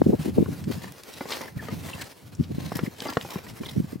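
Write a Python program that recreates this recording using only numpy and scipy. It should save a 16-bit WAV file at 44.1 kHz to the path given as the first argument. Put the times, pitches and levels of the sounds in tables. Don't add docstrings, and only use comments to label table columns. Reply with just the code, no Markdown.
import sys
import numpy as np
from scipy import signal
from scipy.fft import rfft, irfft
from scipy.io import wavfile

SR = 44100
rng = np.random.default_rng(int(sys.argv[2]) if len(sys.argv) > 2 else 0)


def digitize_waveform(pressure):
    field = np.atleast_2d(pressure).T
    bounded = np.clip(field, -1, 1)
    quanta = np.round(bounded * 32767).astype(np.int16)
    wavfile.write(sys.argv[1], SR, quanta)


N = 176400
TIME = np.arange(N) / SR
SIDE = np.array([[1], [-1]])

# frequency_hz, correlation
COHERENCE = [(100, 0.87), (400, 0.14), (900, 0.44), (2000, 0.55), (5000, 0.84), (11000, 0.68)]
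# time_s, level_db
RUSTLE_LEVELS = [(0, -48.5), (1.48, -43.5), (1.51, -56), (1.57, -47), (1.65, -44), (2.2, -51.5), (2.7, -49),
                 (2.93, -49), (3.2, -42.5), (3.44, -49), (4, -49)]
# frequency_hz, gain_db
RUSTLE_COLOUR = [(40, -6), (150, -7), (400, 3), (1300, -7.5), (2000, -9), (3000, -11.5), (5000, -13),
                 (7500, -17.5)]
# time_s, level_db
WIND_LEVELS = [(.14, -28), (.17, -34.5), (.42, -29), (.72, -32.5), (.88, -38.5), (1.0, -57), (1.53, -48.5),
               (1.62, -42.5), (1.76, -36), (2.0, -44.5), (2.1, -63), (2.26, -49), (2.38, -38.5),
               (2.86, -34.5), (2.92, -56), (3.55, -45), (3.72, -35.5), (4, -39)]
# frequency_hz, gain_db
WIND_COLOUR = [(25, -27), (50, -25.5), (85, -1.5), (170, -2), (300, -11.5), (500, -34.5), (2000, -51)]
# centre_s, half_length_s, level_db, pitch_hz, left_over_right_db
PORT_BUFFETS = [(0.0178, 0.00086, -6.5, 356, 12.5), (0.017, 0.0053, -15.5, 194, -1),
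                (0.068, 0.0064, -13, 225, 0), (0.099, 0.01, -15, 224, 3.5), (0.136, 0.011, -16, 281, 0.5),
                (0.259, 0.0071, -23, 240, 2.5), (0.289, 0.015, -24.5, 217, 5), (0.385, 0.0067, -12, 278, 4),
                (.404, 0.024, -21.5, 201, -4), (0.427, 0.0046, -16.5, 239, 6),
                (0.489, 0.0067, -26.5, 235, 6.5), (0.678, 0.0055, -21, 182, 0),
                (0.706, 0.0096, -26, 252, 5), (1.568, 0.01, -28.5, 109, -1),
                (1.731, 0.012, -29.5, 151, 0.5), (2.398, 0.0054, -17.5, 139, 4.5),
                (2.411, 0.0026, -13.5, 150, 2), (2.511, 0.008, -28.5, 227, -2),
                (2.585, 0.0045, -23, 203, 4), (2.759, 0.0056, -26, 158, 6), (2.835, 0.0046, -20, 160, 6),
                (2.879, 0.0063, -26.5, 203, 0), (3.615, 0.0085, -29, 212, -0.5),
                (3.765, 0.0087, -24.5, 182, -1), (3.78, 0.0042, -16, 150, -1.5),
                (3.801, 0.0052, -17, 167, -0.5), (3.847, 0.0047, -29, 158, 0), (3.933, 0.0026, -27, 227, 0),
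                (3.960, 0.0043, -28, 175, 4.5)]
# centre_s, half_length_s, level_db, pitch_hz
SOLE_SQUEAKS = [(1.483, 0.0031, -37.5, 1750), (1.599, 0.0057, -34.5, 1786)]
# start_s, level_db, pitch_hz, width_octaves, decay_s
CHIP_TICKS = [(0.64, -40.5, 2500, 2.7, .005), (0.922, -37, 2400, 5.7, 0.0016),
              (1.035, -36, 4400, 2.3, 0.002), (1.305, -31, 2160, 2.6, 0.005),
              (1.321, -27, 2740, 1.5, 0.016), (1.931, -28, 2740, 0.077, 0.0025),
              (2.018, -36.5, 2000, 2.7, 0.0075), (2.35, -45, 6400, 0.88, 0.0052),
              (2.436, -43.5, 3280, 1, 0.0096), (2.768, -30.5, 10800, 1.6, 0.0048),
              (2.791, -32, 1580, 1.2, 0.0053), (2.862, -33, 2020, 0.3, 0.0041),
              (3.004, -25, 3700, 1.2, 0.0019), (3.083, -34.5, 4830, 0.18, 0.011),
              (3.135, -36.5, 3420, 1.4, 0.0044), (3.171, -32.5, 3600, 1.3, 0.0036),
              (3.2117, -27.5, 3070, 0.85, 0.0017)]
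# peak_s, rise_s, fall_s, hiss_db, grinding_db
GRIT_SCRAPES = [(0.24, 0.032, 0.044, -45, -43.5), (0.719, 0.0097, 0.021, -41, -43),
                (.84, 0.025, 0.036, -47, -42.5), (1.15, 0.03, 0.043, -46, -49.5),
                (1.338, 0.034, 0.038, -38.5, -35), (1.417, 0.012, 0.053, -49.5, -39.5),
                (1.715, 0.045, 0.017, -50, -43), (1.913, 0.06, 0.048, -44.5, -41.5),
                (2.016, 0.016, 0.031, -40.5, -44), (2.124, 0.015, 0.0069, -49, -49),
                (2.679, 0.1, 0.019, -47, -44.5), (2.77, 0.032, 0.025, -41, -39.5),
                (2.861, 0.015, 0.017, -46.5, -44.5), (3.02, 0.035, 0.044, -45, -49),
                (3.098, 0.043, 0.033, -44, -40), (3.23, 0.018, 0.067, -47, -56),
                (3.306, .005, 0.065, -44.5, -41), (3.467, 0.0015, 0.0037, -69, -40),
                (3.501, 0.015, 0.0087, -45.5, -49), (3.665, 0.057, 0.07, -48, -46.5)]
# frequency_hz, gain_db
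HISS_COLOUR = [(700, -10), (1800, -3.5), (3000, 0), (5000, -1.5), (7500, -7.5), (10000, -7.5),
               (15000, -8.5)]
# frequency_hz, gain_db
GRIND_COLOUR = [(100, -14.5), (250, 3.5), (950, -1.5), (1350, -12.5), (1900, -3.5), (2900, -17),
                (6000, -31.5)]
# start_s, length_s, level_db, resonance_hz
STONE_GRINDS = [(1.407, 0.033, -42, 944), (1.973, 0.072, -45.5, 1700), (3.117, 0.016, -41, 1010),
                (3.294, 0.053, -44, 1000), (3.65, .02, -42.5, 3600), (3.683, .019, -41, 3600)]
# frequency_hz, gain_db, t60_s
STONE_MODES = [(181, 15.5, 0.03), (240, 4, 0.081), (419.5, 10, 0.034), (597, 21, 0.0048), (760, 8.5, .016),
               (1045, 6, 0.047), (1410, 6.5, 0.031), (1734, 5, 0.022), (2610, 5.5, 0.0087)]
# start_s, level_db, pitch_ratio, ring_time_ratio, brightness_hz
STONE_KNOCKS = [(.458, -48, 1.03, 0.59, 1100), (1.208, -39, 1.43, 1.4, 2430),
                (1.256, -46.5, 1.06, 1.2, 900), (1.626, -49.5, 1.18, 1.9, 4000),
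                (1.685, -43.5, 1.1, 1.2, 950), (2.719, -39, 0.96, 0.64, 695),
                (2.791, -40.5, 1.28, 0.85, 4020), (3.02, -46, 1.1, 0.85, 700), (3.055, -39.5, 1.1, 5, 2800),
                (3.063, -44.5, 0.88, 1, 900), (3.088, -40.5, 1.3, 2.4, 2000),
                (3.1699, -29, 1.043, 0.55, 1500), (3.249, -45, 0.76, 1, 600),
                (3.357, -36.5, 0.95, 0.72, 245), (3.634, -49.5, 2.28, 0.88, 4000)]


def from_db(db):
    return 10 ** (np.asarray(db) / 20)


def rms(x):
    return np.sqrt(np.mean(x ** 2) + 1e-20)


def rms_one(x):
    return x / rms(x)


def level(points):
    return from_db(np.interp(TIME, *np.transpose(points)))


def at_hz(points, hz):
    frequencies, values = np.transpose(points)
    return np.interp(np.log(hz + 1), np.log(frequencies), values)


def add(out, start_s, sound, pan_db=0):
    i = int(start_s * SR)
    sound = sound[..., max(-i, 0):N - i] * from_db(SIDE * pan_db / 2)
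    out[:, max(i, 0):max(i, 0) + sound.shape[1]] += sound


def band(x, hz, octaves, order=1):
    edge_ratio = 2 ** (octaves / 2)
    sos = signal.butter(order, [hz / edge_ratio, hz * edge_ratio], "band", fs=SR, output="sos")
    return signal.sosfilt(sos, x)


def coloured(pair, spectrum):
    hz = np.arange(N // 2 + 1) * SR / N
    mid, side = rfft(pair) * from_db(at_hz(spectrum, hz))
    alike = at_hz(COHERENCE, hz)
    return rms_one(irfft(np.sqrt(1 + alike) * mid + np.sqrt(1 - alike) * side * SIDE, N))


def flutter(rate_hz):
    return np.interp(TIME * rate_hz, np.arange(N // 20), rng.standard_normal(N // 20))


def grains(per_s, spread_db):
    sizes = from_db(spread_db * np.minimum(rng.exponential(1, (2, N)), 5))
    return rms_one(sizes * rng.choice([-1, 1], (2, N)) * (rng.random((2, N)) < per_s / SR))


def rock_resonance(x, low_hz=900, high_hz=14000, q=40, ring_gain=2.4):
    t = TIME[:SR // 20]
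    hz = np.exp(rng.uniform(np.log(low_hz), np.log(high_hz), size=(24, 1)))
    damping = np.pi * hz / q
    modes = damping / SR * np.cos(2 * np.pi * hz * t) * np.exp(-damping * t)
    response = ring_gain * np.sum(rng.choice([-1, 1], hz.shape) * modes, axis=0)
    response[0] += 1
    return rms_one(signal.fftconvolve(x, response[None], axes=1)[:, :x.shape[1]])


def slope_echo(x, t60_s=.2, delay_s=.003):
    t = TIME[:SR // 3]
    tail = band(rng.standard_normal((2, len(t))), hz=1550, octaves=4.1)
    tail = tail * from_db(-60 * t / t60_s) * (t > delay_s)
    return signal.fftconvolve(x, tail / np.sqrt(np.sum(tail ** 2) / 2), axes=1)[:, :N]


def rustle():
    dust = rng.standard_normal((2, N)) + .48 * grains(per_s=900, spread_db=4)
    dust = coloured(dust * from_db(3.73 * flutter(45)), RUSTLE_COLOUR)
    ringing, size = np.zeros((2, N)), SR // 7
    for centre in range(0, N, size // 2):
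        start = max(centre - size // 2, 0)
        piece = dust[:, start:centre + size // 2]
        piece = piece * np.hanning(size)[-piece.shape[1]:]
        add(ringing, start / SR, rock_resonance(piece) * rms(piece))
    return level(RUSTLE_LEVELS) * (ringing + dust / 2) / 1.5


def wind():
    rumble = coloured(rng.standard_normal((2, N)), WIND_COLOUR)
    lumps = rms_one(from_db(7.6 * np.tanh(flutter(45))))
    return level(WIND_LEVELS) * rumble * lumps


def buffets(port_lag_s=.00087, flank_octaves=1.28, top_ratio=2.45, bass_hz=70, side_gain=1.11):
    out, size = np.zeros((2, N)), 4096
    t = (np.arange(size) - size / 2) / SR
    hz = np.arange(size // 2 + 1) * SR / size
    for centre_s, half_s, db, pitch_hz, pan_db in PORT_BUFFETS:
        hump = 1 / (1 + (np.log2((hz + 1) / pitch_hz) / flank_octaves) ** 2) ** 2
        hump /= np.sqrt(1 + (hz / pitch_hz / top_ratio) ** 8)
        hump *= hz ** 2 / (hz ** 2 + bass_hz ** 2)
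        window = np.exp(-(t / half_s) ** 2 / 2)
        swirl = rng.standard_normal(size)
        for _ in range(3):
            swirl = irfft(np.exp(1j * np.angle(rfft(swirl * window))))
        side = side_gain * rng.standard_normal(size) * np.std(swirl)
        lag = np.exp(1j * np.pi * hz * port_lag_s * rng.choice([-1, 1]) * SIDE)
        puff = irfft(rfft((swirl + side * SIDE) * window) * lag * hump)
        add(out, centre_s + t[0], from_db(db) * rms_one(puff) * rms(window), pan_db)
    return out


def squeaks(fall_hz_per_s=13000, roughness_rad=.5):
    out, t = np.zeros((2, N)), TIME[:SR // 10] - .05
    for centre_s, half_s, db, hz in SOLE_SQUEAKS:
        phase = 2 * np.pi * (hz * t - fall_hz_per_s * t * t / 2)
        jitter = roughness_rad * flutter(718)[:len(t)]
        envelope = np.exp(-(t / half_s) ** 2 / 2)
        add(out, centre_s + t[0], from_db(db) * np.sin(phase + jitter) * envelope, pan_db=2)
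    return out


def ticks():
    out, t = np.zeros((2, N)), TIME[:SR // 10]
    for start_s, db, hz, octaves, decay_s in CHIP_TICKS:
        envelope = np.exp(-t / decay_s)
        crackle = rng.standard_normal((2, len(t))) * from_db(1.6 * rng.standard_normal(len(t)))
        mid, side = band(crackle * envelope, hz, octaves, order=2)
        add(out, start_s, from_db(db) * rms_one(mid + .098 * side * SIDE) * rms(envelope), pan_db=1.5)
    return out


def scrapes():
    out, slips = np.zeros((2, N)), from_db(4.8 * flutter(140))
    hiss = coloured(grains(per_s=3500, spread_db=3) * slips, HISS_COLOUR)
    grind = coloured(grains(per_s=2500, spread_db=5) * slips, GRIND_COLOUR)
    for peak_s, rise_s, fall_s, hiss_db, grind_db in GRIT_SCRAPES:
        near = np.abs(TIME - peak_s) < .2
        t = TIME[near] - peak_s
        stroke = np.exp(-(t / np.where(t < 0, rise_s, fall_s)) ** 2 / 2)
        for friction, db, pan_db in (hiss, hiss_db, 0), (grind, grind_db, 2):
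            drag = rock_resonance(friction[:, near] * stroke)
            add(out, peak_s + t[0], from_db(db) * rms(stroke) * drag, pan_db)
    return out


def grinds():
    out = np.zeros((2, N))
    for start_s, length_s, db, hz in STONE_GRINDS:
        size = int(length_s * SR)
        slips = grains(per_s=670, spread_db=1.5)
        mid, side = band(slips, hz, octaves=.27, order=2)[:, -size:]
        envelope = np.sqrt(np.abs(np.hanning(size)))
        add(out, start_s, from_db(db) * rms_one((mid + .5 * side * SIDE) * envelope))
    return out


def knocks(crush_gain=.0475, crush_decay_s=.0038, latest_contact_s=.003636, low_cut_hz=145):
    out, t = np.zeros((2, N)), TIME[:SR // 8]
    mode_hz, mode_db, mode_t60_s = np.transpose(STONE_MODES)[:, :, None]
    low_cut = signal.butter(2, low_cut_hz, "high", fs=SR, output="sos")
    for start_s, db, pitch_ratio, ring_ratio, bright_hz in STONE_KNOCKS:
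        gains = from_db(mode_db + rng.normal(0, .38, mode_db.shape))
        knock = 0
        for hz, gain, t60_s in zip(mode_hz * pitch_ratio, gains, mode_t60_s * ring_ratio):
            force, side = crush_gain * rng.standard_normal((2, len(t))) * np.exp(-t / crush_decay_s)
            force[0] += rng.choice([-1, 1])
            second_contact = int(latest_contact_s * rng.uniform(.5, 1) * SR)
            force[second_contact] += rng.choice([-1, 1]) * 2 / 3
            mode = np.sin(2 * np.pi * hz * rng.normal(1, .05) * t) * from_db(-60 * t / t60_s)
            ring = signal.fftconvolve(force + .5 * side * SIDE, mode[None])[:, :len(t)]
            knock += gain / np.hypot(1, hz / bright_hz) * ring
        add(out, start_s, from_db(db) * rms_one(signal.sosfilt(low_cut, knock)))
    return out


def scene():
    rocks = knocks() + ticks() + squeaks() + scrapes() + grinds()
    return rocks + from_db(-20) * slope_echo(rocks) + rustle() + wind() + buffets()


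def record(dry):
    low_hz, high_hz, ceiling = 45, 15850, .93
    thin = signal.sosfilt(signal.butter(2, low_hz, "high", fs=SR, output="sos"), dry)
    rounded = thin / (1 + (thin / ceiling) ** 6) ** (1 / 6)
    return signal.sosfilt(signal.ellip(12, .1, 80, high_hz, fs=SR, output="sos"), rounded)


dry = scene()
out = record(dry)
digitize_waveform(out)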